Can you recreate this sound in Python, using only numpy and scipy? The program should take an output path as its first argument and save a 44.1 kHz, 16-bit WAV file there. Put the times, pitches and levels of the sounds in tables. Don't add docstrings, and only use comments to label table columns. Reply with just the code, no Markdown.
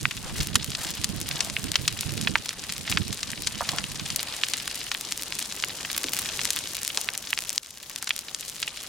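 import sys
import numpy as np
from scipy import signal
from scipy.io import wavfile
from scipy.ndimage import minimum_filter1d

SR = 44100
rng = np.random.default_rng(int(sys.argv[2]) if len(sys.argv) > 2 else 0)


def materialize(psi):
    bounded = np.clip(np.atleast_2d(psi).T, -1, 1)
    quanta = np.round(bounded * 32767).astype(np.int16)
    wavfile.write(sys.argv[1], SR, quanta)


N = 391608

# (frequency [Hz], left-right correlation [-])
LIKENESS = [(60, 0.97), (200, 1), (500, 0.98), (1300, 1), (3000, 0.35), (7000, 0.09), (15000, 0.11)]


def fire():
    # (time [s], roar [dB], hiss [dB], sizzle [dB])
    blaze = [(0.0, -54, -43.5, -51), (1.5, -49.5, -39.5, -49), (3.0, -52.5, -42.5, -49.5),
             (4.2, -51, -38.5, -49.5), (5.1, -51, -40.5, -47), (6.05, -48.5, -41, -43.5),
             (6.4, -46, -37, -40), (6.8, -53, -40.5, -44.5), (7.5, -54, -48, -45.5), (8.2, -56, -46, -48.5),
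             (8.88, -54.5, -43.5, -51)]
    roar_db, hiss_db, sizzle_db = in_time(blaze)
    sputter_db = 2.5 * drift(130) + drift(9)
    roar = from_db(roar_db + 3) * flame_roar()
    hiss = from_db(hiss_db - 2.5 + sputter_db) * gas_hiss()
    sizzle = from_db(sizzle_db - 1 + sputter_db) * fine_sizzle()
    buried = from_db(roar_db - 5) * crackle(
        per_s=70, size_db=3.5, range_db=18.5, hz=(1250, 2600), clump_db=1.5, scatter_db=10, width=1,
        kinds=8)
    snaps = from_db(hiss_db - 0.5) * crackle(
        per_s=80, size_db=6, range_db=13, hz=(2800, 7000), clump_db=3, scatter_db=-4, width=0.65)
    ticks = from_db(sizzle_db - 3) * crackle(
        per_s=260, size_db=8, range_db=35, hz=(4530, 8800), clump_db=2, scatter_db=-9.5, width=1.54)
    lesser = from_db(hiss_db + 18) * lesser_pops()
    return roar + hiss + sizzle + buried + snaps + ticks + lesser + loud_pops() + thuds()


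def loud_pops(pan_spread_db=2.26):
    # (time [s], direct level [dB], pitch [Hz], bandwidth / pitch [-], scatter re direct [dB])
    pops = [(0.0544, -8, 2200, 0.59, -13), (0.11, -24.5, 2680, 0.78, 3), (0.4714, -21, 6000, 2.2, -9),
            (0.5551, -13, 3350, 2.5, 8), (0.6444, -20.5, 5900, 2.1, -6), (0.7496, -25.5, 3900, 1, 9),
            (1.0436, -14, 4700, 1.44, -0.5), (1.406, -13.5, 4330, 1.05, 0), (1.5663, -14, 2800, .27, -9),
            (1.7178, -17, 5200, 1.2, -13), (1.7563, -8, 2970, 1.34, 0), (1.8787, -8, 4540, 1.16, 0),
            (2.0093, -17, 6700, 1.6, -17), (2.2731, -12.5, 2650, 0.86, -0.5), (2.3556, -3, 1680, 1.08, -8),
            (2.4919, -16.5, 4900, 0.93, -9), (2.694, -24, 3000, 1.5, -11), (2.7234, -21.5, 4700, 1.9, -5),
            (2.8774, -22.5, 2600, 1, 0), (2.8985, -22, 5600, 1.5, 0), (2.9157, -21.5, 3000, 2.9, 2.5),
            (2.9242, -20.5, 2600, 1.2, 4), (2.9729, -11, 2500, 1.2, -2), (3.128, -22, 4340, 1.9, 0),
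            (3.231, -17.5, 4330, 1, -5), (3.3329, -23.5, 2270, 0.29, -13), (3.4717, -15.5, 4240, 1.5, 2),
            (3.6902, -17, 3730, 1.24, 2.5), (3.7847, -16.5, 2540, 2, -1), (3.841, -21.5, 2780, 0.46, -10),
            (4.161, -13.5, 7400, 1.54, -3.5), (4.194, -19, 4360, 0.54, -17),
            (4.4357, -10.5, 3250, 0.64, -8.5), (4.5364, -14.5, 3730, 1.9, -8), (4.678, -18, 3000, 3.3, -10),
            (4.9159, -17, 2600, 1.7, 0), (4.9484, -18.5, 2600, 0.73, -7), (5.1228, -15, 4930, 1.6, -18),
            (5.3237, -19, 3220, 1, -19), (5.6385, -13, 2480, 0.75, -9), (5.849, -27.5, 2280, 0.5, 7),
            (5.9647, -20.5, 6000, 6, -8), (5.9803, -16.5, 7160, 13, -17), (6.0416, -16.5, 3650, 1.6, -9),
            (6.1344, -29.5, 5600, 5.1, 11), (6.1893, -17, 4200, 4.6, -3.5), (6.3924, -19, 2600, 0.91, -4),
            (6.4537, -14, 4160, 2.2, -25), (6.505, -9.5, 5830, 1.4, -4), (6.5625, -16.5, 5530, 9.5, -28),
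            (6.8497, -19.5, 5650, 1.3, -22), (6.9015, -24, 3470, 0.18, 2), (6.974, -12.5, 4430, 1.1, -7),
            (7.0881, -13.5, 2760, 0.71, -13), (7.177, -18, 8400, .7, -16), (7.3305, -11.5, 2600, 0.48, -12),
            (7.3763, -18.5, 2750, 1.3, -12), (7.389, -16, 3570, 2.5, -18), (7.494, -16, 6840, 0.75, -32),
            (7.5796, -1.5, 5100, 0.64, -41), (7.9612, -22, 4270, 1.3, -26), (8.0274, -31.5, 1590, 0.81, 2),
            (8.073, -29.5, 2400, 2.7, 11.5), (8.1069, -11.5, 2940, 0.53, -5.5),
            (8.191, -20, 6240, 1.5, -28), (8.3472, -17, 6000, 0.87, -12), (8.6282, -17, 3570, 1.2, 0),
            (8.677, -25, 2920, 0.28, 5.5)]
    out = np.zeros((2, N))
    for s, db, hz, width, scatter_db in pops:
        pan = from_db(pan_spread_db * rng.standard_normal() * np.array([[0.5], [-0.5]]))
        add(out, s, from_db(db) * pan * burst(hz, width, scatter_db))
    return out


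def burst(hz, width, scatter_db, scatter_t60_s=0.027, lumpy_db=5, ground_db=-11):
    t = np.arange(SR // 20) / SR
    kick = np.zeros((2, len(t)))
    kick[[0, 1], rng.integers(0, 2, 2)] = 1
    bounce_samples = rng.integers(SR // 4000, SR // 800)
    kick = kick + from_db(ground_db) * np.roll(kick, bounce_samples, axis=1)
    mid, side, lumps = rng.standard_normal((3, len(t)))
    fade = from_db(-60 * t / scatter_t60_s + lumpy_db * lumps)
    onset = np.clip(t / 0.00032 - 1, 0, 1)
    reflections = (mid + 0.31 * side * [[1], [-1]]) * fade * onset
    direct = unit_energy(stalk(kick, hz, width))
    scattered = unit_energy(stalk(reflections, hz, width))
    return direct + from_db(scatter_db) * scattered


def stalk(kick, hz, width):
    w = 2 * np.pi * min(hz, SR / 3) / SR
    damping = np.sin(w) * width / 2
    ring = signal.lfilter([damping, 0, -damping], [1 + damping, -2 * np.cos(w), 1 - damping], kick)
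    ring = butter(ring, hz * (0.77 + width), "low", order=3)
    return butter(ring, max(850, 0.19 * hz), "high")


def lesser_pops(per_s=6, spread_db=2.8, thick_hz=3170, thin_hz=6500):
    out = np.zeros((2, N))
    for k, (late, thin, strong) in enumerate(rng.random((int(per_s * N / SR), 3))):
        hz = thick_hz * (thin_hz / thick_hz) ** thin
        pop = burst(hz, width=0.86 + 1.54 * thin, scatter_db=-12 * thin)
        add(out, (k + late) / per_s, from_db(spread_db * (2 * strong - 1.5)) * pop)
    return out


def crackle(per_s, size_db, range_db, hz, clump_db, scatter_db, width, kinds=14):
    onsets = np.flatnonzero(rng.random(N) < per_s * from_db(clump_db * drift(14)) / SR)
    level_db = range_db * np.tanh(size_db * rng.exponential(1, N) / range_db)
    sizes = from_db(level_db) * rng.choice([-1, 1], N)
    kind = rng.integers(0, kinds, N)
    out = 0
    for k, pitch_hz in enumerate(np.geomspace(*hz, kinds)):
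        hits = onsets[kind[onsets] == k]
        kicks = np.zeros((1, N))
        kicks[0, hits] = sizes[hits]
        pop = burst(pitch_hz, width * 2 ** rng.uniform(-0.69, 1), scatter_db + 4 * rng.standard_normal())
        out = out + signal.oaconvolve(kicks, pop, axes=1)[:, :N]
    return out


def thuds(edge_ratio=1.44, pan_db=1.5):
    # (time [s], level [dB], pitch [Hz], t60 [s])
    puffs = [(3.607, -15.5, 860, .034), (3.615, -20, 940, 0.07), (3.732, -23.5, 650, 0.064),
             (6.045, -23.5, 276, 0.12), (6.975, -24.5, 720, 0.058)]
    out = np.zeros((2, N))
    t = np.arange(SR // 8) / SR
    for s, db, hz, t60_s in puffs:
        noise = butter(rng.standard_normal(len(t)), [hz / edge_ratio, hz * edge_ratio], "band")
        add(out, s, from_db(db) * unit_energy(noise * from_db(-60 * t / t60_s)))
    return out * from_db([[-pan_db], [pan_db]])


def gas_hiss():
    # (frequency [Hz], relative density [dB])
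    spectrum = [(600, -51), (1200, -57), (1700, -5), (2800, 1.5), (5000, 3), (7000, -16), (10000, 11),
                (16000, -50)]
    return turbulence(spectrum, patchy_db=2.3, flicker_hz=160)


def fine_sizzle():
    # (frequency [Hz], relative density [dB])
    spectrum = [(3000, -31), (6000, 1.5), (8000, -26.5), (10000, -20), (12500, -9.5), (16000, -44)]
    return turbulence(spectrum, patchy_db=2.5, flicker_hz=50)


def flame_roar():
    # (frequency [Hz], relative density [dB])
    spectrum = [(25, -2), (60, 0.5), (140, 2), (300, -1), (600, -3), (1000, -5.5), (1500, -6),
                (2200, -32.5), (4000, -50)]
    return turbulence(spectrum, patchy_db=2.5, flicker_hz=69)


def footsteps():
    # (time [s], length [s], rustle [dB], crunch [dB])
    steps = [(0.248, 0.053, -43.5, -47), (0.394, 0.021, -48, -32.5), (0.794, 0.075, -43.5, -34),
             (1.318, 0.14, -44.5, -43), (2.887, 0.03, -48, -36.5), (3.687, 0.097, -42, -42),
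             (4.19, 0.22, -47, -51.5), (6.95, .2, -49.5, -67)]
    # (frequency [Hz], relative density [dB])
    rustle_spectrum = [(300, -16), (600, 4.5), (1000, 1.5), (1600, -0.5), (2500, -5), (4000, -22)]
    rustle = turbulence(rustle_spectrum, patchy_db=3, flicker_hz=40)
    crunch = rms_one(crackle(
        per_s=260, size_db=5, range_db=12, hz=(2800, 7000), clump_db=1, scatter_db=-6, width=1.2,
        kinds=6))
    out = np.zeros((2, N))
    for s, length_s, rustle_db, crunch_db in steps:
        press = swell(s, length_s, attack_s=0.024, release_s=0.038)
        out += press * (from_db(rustle_db) * rustle + from_db(crunch_db) * crunch)
    return out


def wind(gain_db=-1.3, lumpy_db=4.04, strong_gust_db=-30, split_hz=220):
    # (frequency [Hz], relative density [dB])
    left_spectrum = [(20, 9), (50, 7), (90, 0), (150, 8), (240, -32), (350, -11), (700, -42), (1500, -50)]
    right_spectrum = [(20, -37), (40, -8), (85, 0), (150, 1), (235, -3.5), (330, -13), (480, -20.5),
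                      (1500, -84)]
    # (time [s], length [s], left [dB], right [dB])
    gusts = [(0.0, 0.23, -48, -38), (0.322, 0.073, -35, -33), (0.474, .1, -50, -31),
             (0.7, 0.13, -50, -39.5), (0.96, 0.4, -60, -34), (1.474, 0.027, -62, -37.5),
             (1.66, 0.29, -52, -32), (2.138, 0.17, -53, -27), (2.617, 0.079, -63, -45),
             (2.822, 0.26, -55, -32), (3.3, 0.28, -51, -37), (3.74, 0.052, -62, -37),
             (3.938, 0.17, -52, -38)]
    # (time [s], level [dB])
    breeze = [(0.0, -54), (4.2, -56), (4.7, -62.5), (8.88, -75)]
    eddies = np.array([turbulence(spectrum, patchy_db=1.76, flicker_hz=36, likeness=[(100, 0)])[0]
                       for spectrum in (left_spectrum, right_spectrum)])
    force = from_db(in_time(breeze))
    for s, length_s, left_db, right_db in gusts:
        gust = swell(s, length_s, attack_s=0.073, release_s=0.082)
        force = np.hypot(force, from_db([[left_db], [right_db]]) * gust)
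    wind_db = 20 * np.log10(force)
    tilt_db = 0.99 * np.maximum(wind_db - strong_gust_db, 0)
    large = butter(eddies, split_hz, "low", order=1)
    buffet = from_db(-tilt_db) * large + from_db(tilt_db) * (eddies - large)
    return from_db(wind_db + gain_db + lumpy_db * drift(22)) * buffet


def turbulence(spectrum, patchy_db, flicker_hz, likeness=LIKENESS):
    white = rng.standard_normal((2, 2, N))
    edges_hz = 20 * 2 ** np.arange(0, 10.1, 0.5)
    out = 0
    for k, (low, high) in enumerate(zip(edges_hz, edges_hz[1:])):
        if high < spectrum[0][0] or low > spectrum[-1][0]:
            continue
        hz = np.sqrt(low * high)
        mid, side = butter(white[k % 2], [low, high], "band")
        alike = at_hz(likeness, hz)
        gain = from_db(at_hz(spectrum, hz) + patchy_db * drift(flicker_hz))
        out = out + gain * (np.sqrt(1 + alike) * mid + np.sqrt(1 - alike) * side * [[1], [-1]])
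    return rms_one(out)


def drift(corner_hz, hop=20):
    pole = np.exp(-2 * np.pi * corner_hz * hop / SR)
    noise = rng.standard_normal(N // hop + 4002)
    slow = signal.lfilter([1], [1, -2 * pole, pole * pole], noise)[4000:]
    return np.interp(np.arange(N) / hop, np.arange(len(slow)), rms_one(slow))


def swell(start_s, length_s, attack_s, release_s):
    t = np.arange(N) / SR - start_s
    rise = np.minimum(t, 0) / attack_s
    fall = np.maximum(t - length_s, 0) / release_s
    return np.exp(-np.minimum(rise ** 2 + fall ** 2, 20))


def from_db(db):
    return 10 ** (np.asarray(db) / 20)


def rms_one(x):
    return x / np.sqrt(np.mean(x ** 2) + 1e-20)


def unit_energy(x):
    return x * np.sqrt(SR / 1000 / np.sum(x ** 2, axis=-1, keepdims=True))


def in_time(rows):
    s, *columns = np.transpose(rows)
    return [np.interp(np.arange(N) / SR, s, column) for column in columns]


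def at_hz(points, hz):
    points_hz, values = np.transpose(points)
    return np.interp(np.log(hz), np.log(points_hz), values)


def butter(x, hz, kind, order=2):
    sos = signal.butter(order, np.clip(hz, 10, 0.45 * SR), kind, fs=SR, output="sos")
    return signal.sosfilt(sos, x)


def add(out, start_s, sound):
    i = round(start_s * SR)
    out[:, i:i + sound.shape[-1]] += sound[..., :max(N - i, 0)]


def ports(x, left_hz=(2500, 8000), right_hz=(1900, 3050)):
    lean = 0.31 * butter(x, left_hz, "band", order=1) - 0.43 * butter(x, right_hz, "band", order=1)
    return x + lean * [[1], [-1]]


def limiter(x, ceiling_db=1.5, release_db_per_s=26):
    peak_db = 20 * np.log10(np.abs(x).max(axis=0) + 1e-9)
    over_db = np.maximum(peak_db - ceiling_db, 0)
    ahead_db = -minimum_filter1d(-over_db, size=65)
    recovery_db = release_db_per_s * np.arange(N) / SR
    return x * from_db(recovery_db - np.maximum.accumulate(ahead_db + recovery_db))


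def scene():
    return fire() + footsteps() + wind()


def record(dry):
    cutoff_hz = 16200
    lowpass = signal.ellip(10, 0.1, 80, cutoff_hz, fs=SR, output="sos")
    return signal.sosfilt(lowpass, limiter(ports(dry)))


dry = scene()
out = record(dry)
materialize(out)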